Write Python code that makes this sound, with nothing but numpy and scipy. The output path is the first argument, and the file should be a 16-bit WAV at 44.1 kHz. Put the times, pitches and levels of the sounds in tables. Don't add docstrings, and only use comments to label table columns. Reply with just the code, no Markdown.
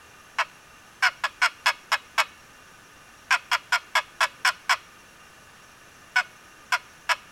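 import sys
import numpy as np
from scipy import signal
from scipy.fft import rfft, irfft
from scipy.io import wavfile

SR = 44100
rng = np.random.default_rng(int(sys.argv[2]) if len(sys.argv) > 2 else 0)


def dump_mix(stems):
    frames = np.atleast_2d(stems).T
    limited = np.clip(frames, -1, 1)
    pcm = np.round(limited * 32767).astype(np.int16)
    wavfile.write(sys.argv[1], SR, pcm)


N = 322371

# f/Hz, spectral density level/dB (in 1 Hz)
HISS_SPECTRUM = [(25, -86), (70, -84), (150, -84.5), (400, -87.5), (1000, -88), (1600, -86), (2100, -91.5),
                 (2800, -91), (4200, -97.5), (6500, -100), (8500, -102.5), (11000, -102.5), (14000, -109),
                 (16000, -110)]
# f/Hz, nominal bandwidth/Hz, rms level/dB
WHINE_BANDS = [(1217, 42, -59.5), (1500, 36, -62.5), (1745, 84, -61.5), (2422, 19, -68), (2762, 43, -63),
               (5420, 27, -75), (5640, 30, -66.5), (6200, 32, -68), (6330, 34, -74.5), (6920, 330, -71),
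               (7800, 25, -80.5), (9630, 40, -108), (10160, 50, -74), (10450, 31, -79.5)]
# t/s, length/s, level/dB, mid-stroke squeal f/Hz, sag (share of f lost), treble/dB
LID_STROKES = [(0.3854, 0.039, -21, 674, 0.11, -12.5), (1.0237, 0.064, -18.5, 741, .09, 2),
               (1.237, 0.027, -21.5, 656, .12, -1.5), (1.417, 0.055, -18.5, 712.7, .11, 1.5),
               (1.659, 0.048, -18.5, 643.3, .13, 1), (1.918, 0.036, -19.5, 634.4, .09, 0.5),
               (2.179, 0.042, -18.5, 645.6, .12, 1), (3.307, 0.054, -18.5, 757, .19, -3),
               (3.515, 0.044, -20, 711, .11, 1), (3.722, 0.048, -19.5, 711, .06, 2),
               (3.953, 0.043, -18.9, 651, .11, 1), (4.206, 0.048, -19, 661.5, 0.084, 2),
               (4.448, 0.053, -18.5, 746, .15, 5), (4.694, 0.049, -18.5, 723.6, 0.16, 2),
               (6.158, 0.053, -19, 740, .02, -0.5), (6.7214, 0.039, -20, 721, 0.088, 2),
               (7.092, 0.04, -19.5, 658.5, 0.079, -1)]
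# f/Hz, bandwidth/Hz, relative level/dB
BOX_MODES = [(566, 13.5, -8), (612.6, 19.5, -4.5), (1027.5, 118.5, 7), (1184, 110, 2.5), (1424, 180, 1.5),
             (1684, 136, 3.5), (1910, 180, -4.5), (2236, 80, 1.5), (2552, 80, -2), (2910, 357, -9.5),
             (3320, 198, -8), (4350, 210, -18.5), (4750, 300, -17.5), (5073, 232, -9), (5330, 390, -9.5),
             (5800, 1230, -24.5), (6440, 400, -24), (7800, 2100, -21.5), (8670, 1200, -21),
             (10200, 390, -35), (11410, 360, -28.5), (12800, 1800, -43)]
SQUEAL_HARMONICS = [3, -3.5, -16.5, -27, -18.5, -13, -22.5]
# f/Hz, relative level/dB, reverberation time of the main decay/s
ECHO_BANDS = [(400, -39, 0.15), (700, -21, 0.074), (1320, -29.5, 0.12), (2710, -13.5, 0.085),
              (3400, -18, 0.26), (3980, -38, 0.13), (5040, -25, 0.11), (14000, -18, 0.17)]
# f/Hz, bandwidth/Hz, boost/dB
ECHO_PEAKS = [(1262, 120, 17), (2470, 250, 8.5), (2900, 220, 8), (4160, 670, 13.5)]

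RELEASE_LEAD_S, RELEASE_ROUND_S, RELEASE_DB_PER_S = .004, .0045, 1597
RELEASE_HZ, RELEASE_SLOWING_POWER = 523, 3.4
CLEAN_HZ, RASPY_HZ, CYCLES_PER_SLIP = 736, 630.6, 3
TREBLE_PRESSED_DB, TREBLE_START_DIP_DB, TREBLE_OPEN_S, TREBLE_RELEASE_DIP_DB = 4.5, 8, .0038, 18.5


def from_db(db):
    return 10 ** (np.asarray(db) / 20)


def rms_one(x):
    return x / np.sqrt(np.mean(x ** 2) + 1e-20)


def cut(x, hz, kind, order=2):
    return signal.sosfilt(signal.butter(order, hz, kind, fs=SR, output="sos"), x)


def resonance(x, hz, width):
    r = np.exp(-np.pi * width / SR)
    feedback = [1, -2 * r * np.cos(2 * np.pi * hz / SR), r * r]
    return signal.lfilter(np.array([1, 0, -1]) * (1 - r * r) / 2, feedback, x)


def wander(size, hz):
    return rms_one(cut(rng.standard_normal(2 * size), hz, "low")[size:])


def background():
    hz, db = np.transpose(HISS_SPECTRUM)
    bins = np.maximum(np.fft.rfftfreq(N, 1 / SR), 1)
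    gain = from_db(np.interp(np.log(bins), np.log(hz), db)) * np.sqrt(SR / 2)
    hiss = irfft(rfft(rng.standard_normal(N)) * gain, N)
    whine = 0
    for centre, width, level in WHINE_BANDS:
        band = resonance(rng.standard_normal(N), centre, 2 * width)
        whine += from_db(level) * rms_one(resonance(band, centre, 2 * width))
    return hiss + whine


def hand(t, length, pitch_hz, sag):
    released_s = RELEASE_ROUND_S * np.logaddexp(0, (t - length + RELEASE_LEAD_S) / RELEASE_ROUND_S)
    pressure = from_db(-RELEASE_DB_PER_S * released_s)
    pressed_hz = pitch_hz * (1 - sag * (t / length - .5))
    return pressure, pressed_hz + (RELEASE_HZ - pressed_hz) * (1 - pressure) ** RELEASE_SLOWING_POWER


def chatter(slips, rebound, rebound_s, kick_spread_db=1.2, edge_spread_db=4.5, scrape_s=.0032):
    size = len(slips)
    count = np.maximum.accumulate(slips.astype(int))
    strength, edge = rng.standard_normal((64, 2))[count % 64].T
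    kicks = np.diff(count, prepend=-1) > 0
    age = np.arange(size) - np.maximum.accumulate(kicks * np.arange(size))
    since_slip = age / SR
    rebounds = np.diff(1.0 * (since_slip > rebound_s), prepend=0).clip(0)
    grain = .085 * rng.standard_normal(size)[age]
    scrape = (grain + .11 * rng.standard_normal(size)) * np.exp(-since_slip / scrape_s)
    force = kicks + rebound * rebounds + cut(scrape, 2190, "high")
    force += (from_db(edge_spread_db * edge - 3) - 1) * cut(force, 4400, "high", order=1)
    return from_db(kick_spread_db * strength) * force, since_slip


def box(force, low_mode_db):
    ring = 0
    for k, (hz, width, db) in enumerate(BOX_MODES):
        is_low = hz < 1120
        ring += (-1) ** k * from_db(db + low_mode_db * is_low) * resonance(force, hz, width)
    return rms_one(cut(ring, 572, "high", order=6))


def squeal(t, cycles, since_slip, pressure, build_s=.0022, throb_s=.0025):
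    swell = 1 - np.exp(-t / build_s)
    flutter = from_db(2.2 * wander(len(t), 130))
    throb = 1 + .99 * np.exp(-since_slip / throb_s)
    harmonics = sum(from_db(db) * np.sin(2 * np.pi * (k * cycles + rng.random()))
                    for k, db in enumerate(SQUEAL_HARMONICS, 2))
    overtones = rms_one(swell * pressure ** .97 * flutter * throb * harmonics)
    fundamental = swell * pressure ** .68 * np.sin(2 * np.pi * cycles)
    return cut(overtones, 480, "high", order=4), rms_one(cut(fundamental, 526, "high", order=5))


def stroke(length, pitch_hz, sag, treble_db):
    size = int(.13 * SR)
    t = np.arange(size) / SR
    pressure, squeal_hz = hand(t, length, pitch_hz, sag)
    rasp = np.clip((CLEAN_HZ - pitch_hz) / (CLEAN_HZ - RASPY_HZ), 0, 1)
    squeal_db = np.interp(rasp, [0, 1], [-.5, -12]) - 30 * sag
    jitter = np.interp(rasp, [0, 1], [.018, .045]) + .2 * sag
    low_mode_db = np.interp(rasp, [0, 1], [-3, 1.5])
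    cycles = np.cumsum(squeal_hz * (1 + .33 * jitter * wander(size, 220))) / SR
    play = jitter * wander(size, 150)
    slips = cycles / CYCLES_PER_SLIP + play - play[0]
    rebound = np.interp(t, [0, length], [.25, .6])
    force, since_slip = chatter(slips, rebound, rebound_s=1.5 / pitch_hz)
    knock = box(pressure ** 1.1 * force, low_mode_db)
    overtones, hum = squeal(t, cycles, since_slip, pressure)
    note = rms_one(knock + from_db(squeal_db + 3) * overtones)
    note += from_db(-13.5 + .23 * squeal_db) * hum
    dip_db = TREBLE_START_DIP_DB * np.exp(-t / TREBLE_OPEN_S) + TREBLE_RELEASE_DIP_DB * (1 - pressure)
    treble = from_db(treble_db + TREBLE_PRESSED_DB - dip_db)
    note += (treble - 1) * cut(note, 4200, "high", order=1)
    return rms_one(note) * np.sqrt(length * SR / size)


def box_call():
    call = np.zeros(N + SR)
    for start, length, db, pitch_hz, sag, treble_db in LID_STROKES:
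        note = from_db(db) * stroke(length, pitch_hz, sag, treble_db)
        at = int(start * SR)
        call[at:at + len(note)] += note
    return call[:N]


def woods(call):
    t = np.arange(SR) / SR
    hz, levels, t60s = np.transpose(ECHO_BANDS)
    edges = np.geomspace(350, 16000, 12)
    faint_tail = from_db(-23) * np.exp(-t / .11)
    echo = 0
    for low, high in zip(edges, edges[1:]):
        log_centre = np.log(low * high) / 2
        level = np.interp(log_centre, np.log(hz), levels)
        t60 = np.interp(log_centre, np.log(hz), t60s)
        decay = (from_db(-60 * t / t60) + faint_tail) * (t > .006)
        band = cut(rng.standard_normal(SR), [low, high], "band")
        echo += from_db(level) * band * decay / np.linalg.norm(decay)
    rings = sum((from_db(db) - 1) * resonance(echo, f, width) for f, width, db in ECHO_PEAKS)
    return signal.fftconvolve(call, echo + rings)[:N]


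def scene():
    call = box_call()
    return (call + woods(call) + background())[None]


def record(dry, cutoff_hz=16300):
    return signal.sosfilt(signal.ellip(10, .1, 80, cutoff_hz, fs=SR, output="sos"), dry)


dry = scene()
out = record(dry)
dump_mix(out)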